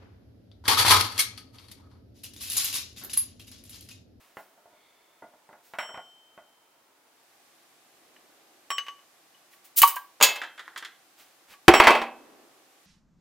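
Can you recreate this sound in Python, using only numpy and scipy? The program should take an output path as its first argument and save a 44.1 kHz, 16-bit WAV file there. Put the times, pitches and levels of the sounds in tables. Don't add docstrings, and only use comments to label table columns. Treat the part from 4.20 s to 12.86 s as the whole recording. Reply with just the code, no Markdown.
import sys
import numpy as np
from scipy import signal
from scipy.fft import rfft, irfft, next_fast_len
from scipy.io import wavfile

SR = 44100
rng = np.random.default_rng(int(sys.argv[2]) if len(sys.argv) > 2 else 0)


def inscribe(sig):
    pcm = np.round(np.clip(np.atleast_2d(sig).T, -1, 1) * 32767)
    wavfile.write(sys.argv[1], SR, pcm.astype(np.int16))


N = 381861
EDGE_HZ = 16000

# f/Hz, level/dB, t60/s
OPENER_MODES = [(2924, -13, 0.7), (3113, -8, 1.7), (5550, -7.5, 0.79), (7520, -15, .6), (7706, -11, 1.0),
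                (10020, -17, .4), (12772, -18, .22), (15735, -18.5, .4)]
# f/Hz, level/dB, t60/s
CAP_AND_SAW_MODES = [(583, -17.5, .25), (1024, -13.5, 0.27), (1660, -19.5, 0.34), (2034, -16, 0.41),
                     (2120, -16, 0.36), (2620, -8.5, 0.45), (3181, -17, 0.72), (3294, -12, .3),
                     (3470, -10.5, .25), (4300, -14, .18), (4776, -10, .2), (5756, -19, 0.3),
                     (6780, -7, 0.095), (6780, -3, .13), (9900, -14.5, .17), (14270, -13.5, 0.3),
                     (15220, -22.5, .2)]


def gain_of(db):
    return 10 ** (np.asarray(db) / 20)


def read(points, hz):
    f, value = np.transpose(points)[:2]
    return np.interp(np.log(hz + 1), np.log(f + 1), value)


def add(mix, s, sound):
    part = mix[round(s * SR):][:len(sound)]
    part += sound[:len(part)]


def fade(t, t60):
    return np.exp(-np.log(1000) * t / t60)


def tilt(hz, slope_db):
    return gain_of(slope_db * np.log2(np.maximum(hz, 300) / 2000))


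def noise_spectrum(points, size, slope_db=0):
    hz = np.fft.rfftfreq(size, 1 / SR)
    shape = gain_of(read(points, hz)) * tilt(hz, slope_db) * (hz < EDGE_HZ)
    white = rfft(rng.standard_normal(size))
    return hz, white * shape / np.sqrt(np.mean(shape ** 2))


def noise(points, size, slope_db=0):
    even_size = 2 * next_fast_len(size // 2 + 1)
    _, spectrum = noise_spectrum(points, even_size, slope_db)
    return irfft(spectrum)[:size]


def thud(bands, slope_db=0, size=8192):
    hz, spectrum = noise_spectrum(bands, size, slope_db)
    centres, _, t60s = np.transpose(bands)
    t = np.arange(size) / SR
    place = np.interp(np.log(hz + 1), np.log(centres), np.arange(len(bands)))
    out = np.zeros(size)
    for k, t60 in enumerate(t60s):
        share = np.maximum(1 - abs(place - k), 0)
        out += irfft(spectrum * share) * fade(t, t60)
    return out


def ring(modes, slope_db=0, length=1, top_hz=16000):
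    out = np.zeros(SR)
    for hz, db, t60 in modes:
        t60 = t60 * length
        t = np.arange(int(min(t60, 1) * SR)) / SR
        level = gain_of(db) * tilt(min(hz, top_hz), slope_db)
        out[:len(t)] += level * fade(t, t60) * np.sin(2 * np.pi * hz * t)
    return out


def choked(sound, after):
    t = np.arange(len(sound)) / SR
    return sound * fade(np.maximum(t - after, 0), t60=.04)


def swell(rise, t60, size=16384):
    t = np.arange(size) / SR
    growth = np.sin(np.pi / 2 * np.minimum(t / rise, 1)) ** 2
    return growth * fade(np.maximum(t - rise, 0), t60)


def rushes(rows, colour, size=16384):
    out = np.zeros(N)
    for s, db, rise, t60, *slope_db in rows:
        add(out, s, gain_of(db) * swell(rise, t60, size) * noise(colour, size, *slope_db))
    return out


def radiate(x, low_hz):
    high_pass = signal.butter(2, low_hz, "high", fs=SR, output="sos")
    return signal.sosfilt(high_pass, x + 1e-15)


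def room(x, wet_db):
    # f/Hz, level/dB per Hz, t60/s
    reverberation = [(100, -9.5, 0.41), (303, 1, 0.42), (1000, 0, .38), (3000, -0.5, .33), (8000, -2, 0.19),
                     (16000, -7, 0.29)]
    tail = np.concatenate([np.zeros(round(.006 * SR)), thud(reverberation, size=24576)])
    return x + gain_of(wet_db) * signal.oaconvolve(x, tail / np.linalg.norm(tail))[:N]


def two_ports(x, right_db=1.04):
    # f/Hz, side minus mid/dB
    close_width = [(100, -21), (300, -27), (1000, -21), (2500, -17), (5000, -11.5), (9000, -8.5),
                   (14000, -5.5)]
    size = 4096
    hz = np.fft.rfftfreq(size, 1 / SR)
    scatter = rng.standard_normal(size) * fade(np.arange(size) / SR, t60=.09)
    colour = np.fft.fftshift(irfft(gain_of(read(close_width, hz))))
    side_filter = signal.fftconvolve(scatter / np.linalg.norm(scatter), colour)
    side = signal.oaconvolve(x, side_filter)[size // 2:][:N]
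    return np.array([x + side, x - side]) * gain_of([[-right_db / 2], [right_db / 2]])


def diffuse(mid, other):
    # f/Hz, side minus mid/dB
    air_width = [(60, -2), (200, -7), (380, -9), (700, -6.5), (1290, -4), (2380, -2), (4400, -1),
                 (15000, 0)]
    size = next_fast_len(N)
    width = gain_of(read(air_width, np.fft.rfftfreq(size, 1 / SR)))
    side = irfft(rfft(other, size) * width, size)[:N]
    return np.array([mid + side, mid - side])


def air():
    # f/Hz, level/dB per Hz
    air_at_vise = [(18, -81), (30, -50.5), (112, -23), (540, -11.5), (684, -8.5), (801, -11), (913, -8),
                   (1190, -14), (1280, -11), (1500, -14.5), (4190, -21.5), (16000, -26)]
    air_at_bench = [(18, -76.5), (30, -46.5), (127, -14), (221, -14), (336, -4), (404, -12), (801, -2),
                    (937, -10.5), (1160, -3.5), (1250, -9), (1500, -8), (14800, -18), (16000, -28.5)]
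    vise_db, bench_db = -66, -63
    move_s, move_length_s = 3.03, .42
    t = np.arange(N) / SR
    at_bench = np.clip((t - move_s) / move_length_s + .5, 0, 1)
    vise = np.sqrt(1 - at_bench) * gain_of(vise_db) * noise(air_at_vise, N)
    return vise + np.sqrt(at_bench) * gain_of(bench_db) * noise(air_at_bench, N)


def low_noise():
    # f/Hz, level/dB per Hz
    low_colour = [(100, -25.5), (200, -12), (260, -3), (340, -1), (500, -5), (750, -6.5), (1300, -14),
                  (3000, -26.5), (16000, -56)]
    # t/s at the top, level/dB, half width/s (to 1/e)
    low_swells = [(4.1, -70, 0.4), (8.0, -57, .33)]
    t = np.arange(N) / SR
    level = np.full(N, gain_of(-75))
    for s, db, width in low_swells:
        level += gain_of(db) * np.exp(-((t - s) / width) ** 2)
    return level * noise(low_colour, N)


def background():
    return air() + low_noise()


def handling():
    # t/s, peak level/dB, rise/s, t60/s, slope/dB per octave
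    brushes = [(0, -61.5, .01, 1, -1), (.13, -60.5, 0.067, 0.5, 4), (1.41, -61.5, 0.057, 0.66, 2),
               (5.3, -59, 0.034, 0.22, 2), (5.435, -54, .02, 0.18, 3), (6.96, -54.5, .045, 0.4, 0),
               (7.26, -51.5, 0.068, .15, -1.5)]
    slide = [(.45, -67.5, 0.21, 2.9, -3)]
    # f/Hz, level/dB per Hz
    glove_colour = [(200, -13.5), (1000, -1), (2500, 0.5), (6000, -5.5), (10000, -8), (16000, -5)]
    slide_colour = [(1500, -28), (2000, -9), (2210, 0), (2500, -15), (3100, -12), (3500, 1), (4050, -16),
                    (4450, -5), (5000, -24), (16000, -45)]
    return rushes(brushes, glove_colour) + rushes(slide, slide_colour, size=65536)


def vise_knocks():
    # f/Hz, level/dB, t60/s
    vise_modes = [(609, -7.5, 0.2), (702, -3, 0.21), (899, -2, 0.19), (1090, -11, 0.15), (1430, -0.5, 0.2),
                  (1985, -6, 0.21), (2020, -6.5, 0.13)]
    # f/Hz, level/dB per Hz, t60/s
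    vise_bands = [(35, -36, .12), (90, -23, .15), (202, -14.5, 0.19), (400, -10.5, 0.14), (670, 4.5, 0.13),
                  (1360, 0.5, 0.11), (2160, -4, 0.087), (3260, -14.5, 0.068), (5030, -39, 0.14),
                  (10000, -45, 0.076), (16000, -53, .06)]
    # t/s, level/dB, slope/dB per octave
    knocks = [(.170, -39, -1.5), (.377, -62.5, -11.5), (.457, -59.5, -10), (.529, -60, -9.5),
              (1.022, -44, -7), (1.135, -59, -7), (1.291, -50.5, -6.5), (1.329, -49, -2.5),
              (1.537, -38.5, 2), (1.586, -26, 4.5), (1.629, -37.5, 2.5), (1.689, -41, -2), (1.743, -40, 0),
              (1.775, -38.5, -2.5), (2.177, -46.5, -3)]
    # t/s, level/dB, slope/dB per octave
    free_rings = [(1.586, -36.5, -1.5), (1.778, -43, -10)]
    rebound_s, rebound_db = .016, -8
    vise_db = -10
    ring_db, ring_per_slope = -27, .7
    out = np.zeros(N)
    opener = ring(OPENER_MODES, slope_db=-3)
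    for s, db, slope_db in knocks:
        add(out, s, gain_of(db) * thud(vise_bands, slope_db))
        add(out, s + rebound_s, gain_of(db + rebound_db) * thud(vise_bands, slope_db))
        add(out, s, gain_of(db + vise_db) * ring(vise_modes, slope_db))
        add(out, s, gain_of(db + ring_db + ring_per_slope * slope_db) * opener)
    for s, db, slope_db in free_rings:
        add(out, s, gain_of(db) * ring(OPENER_MODES, slope_db))
    return room(radiate(out, low_hz=68), wet_db=-15)


def cap_hops():
    # f/Hz, level/dB per Hz, t60/s
    cap_bench_bands = [(40, -42, .1), (150, -31, 0.071), (342, -16.5, 0.12), (604, -16, 0.12),
                       (960, -0.5, 0.1), (1920, 7, 0.09), (2570, -6, 0.084), (3430, 1, 0.11),
                       (4600, -9.5, 0.089), (7000, -14, 0.096), (11000, -21.5, 0.07), (16000, -29, .06)]
    # t/s of the edge, edge level/dB, delay of the slap/s, slope of the slap/dB per octave
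    hops = [(6.2163, -29, .019, -3), (6.378, -39.5, .016, -1), (6.457, -51, 0.022, -5),
            (6.561, -34.5, .015, 5), (6.625, -37, 0.023, 2)]
    edge_slope_db = -3
    ring_db = -33
    first_slap_db, slap_share = -32.5, .45
    out = np.zeros(N)
    cap = ring(CAP_AND_SAW_MODES)
    first_edge_db = hops[0][1]
    for s, edge_db, delay, slap_slope_db in hops:
        slap_db = first_slap_db + slap_share * (edge_db - first_edge_db)
        contacts = (s, edge_db, edge_slope_db), (s + delay, slap_db, slap_slope_db)
        for at, db, slope_db in contacts:
            add(out, at, gain_of(db) * thud(cap_bench_bands, slope_db))
            add(out, at, gain_of(db + ring_db) * cap)
    return room(radiate(out, low_hz=170), wet_db=-11)


def cap_on_saw():
    # f/Hz, level/dB per Hz, t60/s
    cap_bands = [(40, -41.5, .1), (100, -29.5, 0.11), (178.2, -22, 0.036), (343, -16, 0.11),
                 (600, -7, 0.17), (995, -3, 0.14), (1712, -2.5, .11), (3400, 0.5, 0.098), (5020, -6, .09),
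                 (8070, -8, .08), (11000, -14, .08), (14500, -10, .08), (16000, -14, .06)]
    # t/s, level/dB, slope/dB per octave
    saw_hits = [(6.002, -31.5, -5), (6.011, -17.5, -5), (6.0259, -9.5, 3), (6.088, -27, -3),
                (6.158, -33, -2)]
    ring_db, ring_growth = -15, 1.6
    chatter_s, chatter_db = .007, -3
    out = np.zeros(N)
    top_s, top_db, top_slope_db = max(saw_hits, key=lambda hit: hit[1])
    for s, db, slope_db in saw_hits:
        add(out, s, gain_of(db) * thud(cap_bands, slope_db))
        add(out, s, gain_of(ring_db + ring_growth * (db - top_db)) * ring(CAP_AND_SAW_MODES))
    for k in 1, 2:
        add(out, top_s + k * chatter_s, gain_of(top_db + k * chatter_db) * thud(cap_bands, top_slope_db))
    return room(radiate(out, low_hz=190), wet_db=-11.5)


def crash():
    # f/Hz, level/dB, t60/s
    tool_modes = [(233, -14, .5), (406, -7.5, .25), (668, -6, 0.23), (785, -6, 0.37), (929, -4.5, .22),
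                  (970, -12, 0.27), (1105, -3, .28), (1540, -10.5, .29), (1650, -10, 0.36),
                  (1841, -11, .27), (2024, -6, .24), (2162, -6, 0.25), (2264, -10, .2), (2446, -8, 0.22),
                  (2600, -8, .52), (2670, -12, .28), (3176, -17, 0.48), (3282, -14, .22), (4100, -19, .2),
                  (4500, -15, 0.22)]
    top_modes = [(50, -16, 0.057), (78, -18, .08), (350, -2, 0.091), (410, -8.5, .08), (761, -6.5, 0.078)]
    # f/Hz, level/dB per Hz, t60/s
    blow_bands = [(40, -19.5, .06), (140, -36, .06), (350, -4, .065), (550, -6.5, 0.052), (910, 2.5, 0.07),
                  (1500, -3, 0.055), (2400, -6.5, .06), (4000, -16, 0.037), (7040, -27, .05),
                  (16000, -35, .05)]
    rattle_bands = [(40, -30, .25), (130, -34, 0.34), (350, -5.5, 0.32), (550, -5, 0.38), (895, -0.5, 0.38),
                    (1477, -5, 0.28), (2600, -6, .29), (4000, -17, .26), (7040, -25.5, 0.17),
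                    (16000, -36, .22)]
    # t/s, blow level/dB, rattle level/dB
    landings = [(7.4813, 4.5, -18), (7.538, -9.5, -15.5), (7.6, -4, -15), (7.638, -19.5, -18),
                (7.6706, -4, -14), (7.679, -9, -18.5), (7.706, -18.5, -19), (7.752, -20.5, -25.5),
                (7.817, -23, -33)]
    # t/s, ring level/dB, flight/s
    flip = (7.538, -24, .062)
    blow_slope_db, tools_slope_db = -.7, -.5
    boom_db, boom_growth = -7.5, 2.3
    tools_ring_db, tumble_ring_db = -4.5, -24
    out = np.zeros(N)
    opener = ring(OPENER_MODES, slope_db=1)
    top = ring(top_modes)
    tools = radiate(ring(tool_modes, tools_slope_db), low_hz=260)
    flights = [*np.diff([row[0] for row in landings]), .02]
    for (s, db, rattle_db), flight in zip(landings, flights):
        add(out, s, gain_of(db) * thud(blow_bands, blow_slope_db))
        add(out, s, gain_of(boom_db + boom_growth * db) * top)
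        add(out, s, gain_of(rattle_db) * thud(rattle_bands, tools_slope_db, size=20480))
        add(out, s, gain_of(rattle_db + tools_ring_db) * tools)
        add(out, s, gain_of(rattle_db + tumble_ring_db) * choked(opener, flight))
    s, ring_db, flight = flip
    add(out, s, gain_of(ring_db) * choked(opener, flight))
    return room(out, wet_db=-18.5)


def clinks():
    # f/Hz, level/dB per Hz, t60/s
    glass_bands = [(40, -50.5, .05), (200, -26, .06), (450, -16.5, 0.062), (900, -12.5, 0.065),
                   (1630, -1, .08), (2980, -1, 0.038), (3685, -14, 0.099), (6200, -19.5, 0.036),
                   (9000, -26.5, 0.053), (16000, -30.5, .06)]
    # f/Hz, level/dB, t60/s
    neck_modes = [(1135, 0, 0.2), (1780, -20, .06), (2080, -17, .09), (2950, -9.5, 0.14), (2976, -10.5, .1),
                  (4400, -29, .1), (4900, -30.5, 0.12), (6250, -24, 0.16)]
    # t/s, tick level/dB, neck ring level/dB, slope of the neck ring/dB per octave
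    touches = [(3.964, -55, -62, 10), (4.5037, -30.5, -28.5, -3), (4.5147, -33.5, -31.5, -11.5),
               (4.5822, -27.5, -24, 11), (4.666, -41.5, -42, 4), (4.6833, -37.5, -32.5, 3.5),
               (4.792, -62, -54, 4), (5.1463, -64, -56.5, 10.5), (5.334, -54, -62.5, -0.5),
               (5.6176, -21.5, -16.5, 10), (5.629, -14.5, -17.5, 7.5), (5.682, -40.5, -32, 7),
               (5.7655, -36, -39, -3), (7.338, -49, -58, -6)]
    # t/s, ring level/dB, share of its free ring time, time until seated/s
    loose_touch = (4.5037, -28, .42, .085)
    even_db, brightening = -34, .12
    grip_ring_db, grip_length = -18.5, .23
    out = np.zeros(N)
    for s, db, neck_db, neck_slope_db in touches:
        add(out, s, gain_of(db) * thud(glass_bands, brightening * (db - even_db)))
        add(out, s, gain_of(neck_db) * ring(neck_modes, neck_slope_db, top_hz=2998))
        add(out, s, gain_of(db + grip_ring_db) * ring(OPENER_MODES, length=grip_length))
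    s, ring_db, length, until_seated = loose_touch
    add(out, s, gain_of(ring_db) * choked(ring(OPENER_MODES, length=length), until_seated))
    return room(radiate(out, low_hz=450), wet_db=-17.5)


def gas_spurts():
    # t/s, peak level/dB, rise/s, t60/s
    spurts = [(5.557, -16.5, 0.034, 0.093), (5.6178, -7.5, 0.00069, .045), (5.627, -21, .004, 0.14),
              (5.6755, -22, .001, 0.12), (5.758, -32.5, .001, 0.061)]
    # f/Hz, level/dB per Hz
    gas_colour = [(60, -31.5), (400, -27.5), (900, -22.5), (2000, -17), (3200, -10.5), (6000, -9),
                  (9000, -4), (12000, -5), (14300, 5.5), (16000, -1)]
    return room(rushes(spurts, gas_colour), wet_db=-8)


def neck_pop():
    # f/Hz, level/dB per Hz, t60/s
    puff_bands = [(30, 2, 0.1), (90, -2, 0.075), (200, -3, .07), (450, -4, .05), (1000, -28, .04),
                  (16000, -71.5, .03)]
    # t/s, f/Hz, peak level/dB, rise/s, t60/s
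    pop_tones = [(5.629, 936, -14, .005, .12), (5.634, 1128, -3, 0.0037, .035),
                 (5.629, 790, -21.5, 0.0045, .06), (5.764, 1600, -33, .002, .13),
                 (5.764, 1000, -28.5, 0.0018, .08)]
    hold_s = .0034
    out = np.zeros(N)
    add(out, 5.6178, gain_of(-36.5) * thud(puff_bands))
    for s, hz, db, rise, t60 in pop_tones:
        shape = swell(rise, t60)
        t = np.arange(len(shape)) / SR
        held_t = t - np.clip(t - rise, 0, hold_s)
        held = np.interp(held_t, t, shape)
        add(out, s, gain_of(db) * held * np.sin(2 * np.pi * hz * t))
    return room(out, wet_db=-19.5)


def scene(air_right_db=.5):
    bottle = clinks() + gas_spurts() + neck_pop()
    cap = cap_on_saw() + cap_hops()
    close = two_ports(handling() + vise_knocks() + bottle + cap + crash())
    far = diffuse(background(), background())
    return close + far * gain_of([[-air_right_db / 2], [air_right_db / 2]])


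def record(dry):
    clipped = np.clip(dry, -.87, .87)
    low_pass = signal.firwin(401, EDGE_HZ, window=("kaiser", 8), fs=SR)
    return signal.oaconvolve(clipped, low_pass[None], "same")


dry = scene()
out = record(dry)
inscribe(out)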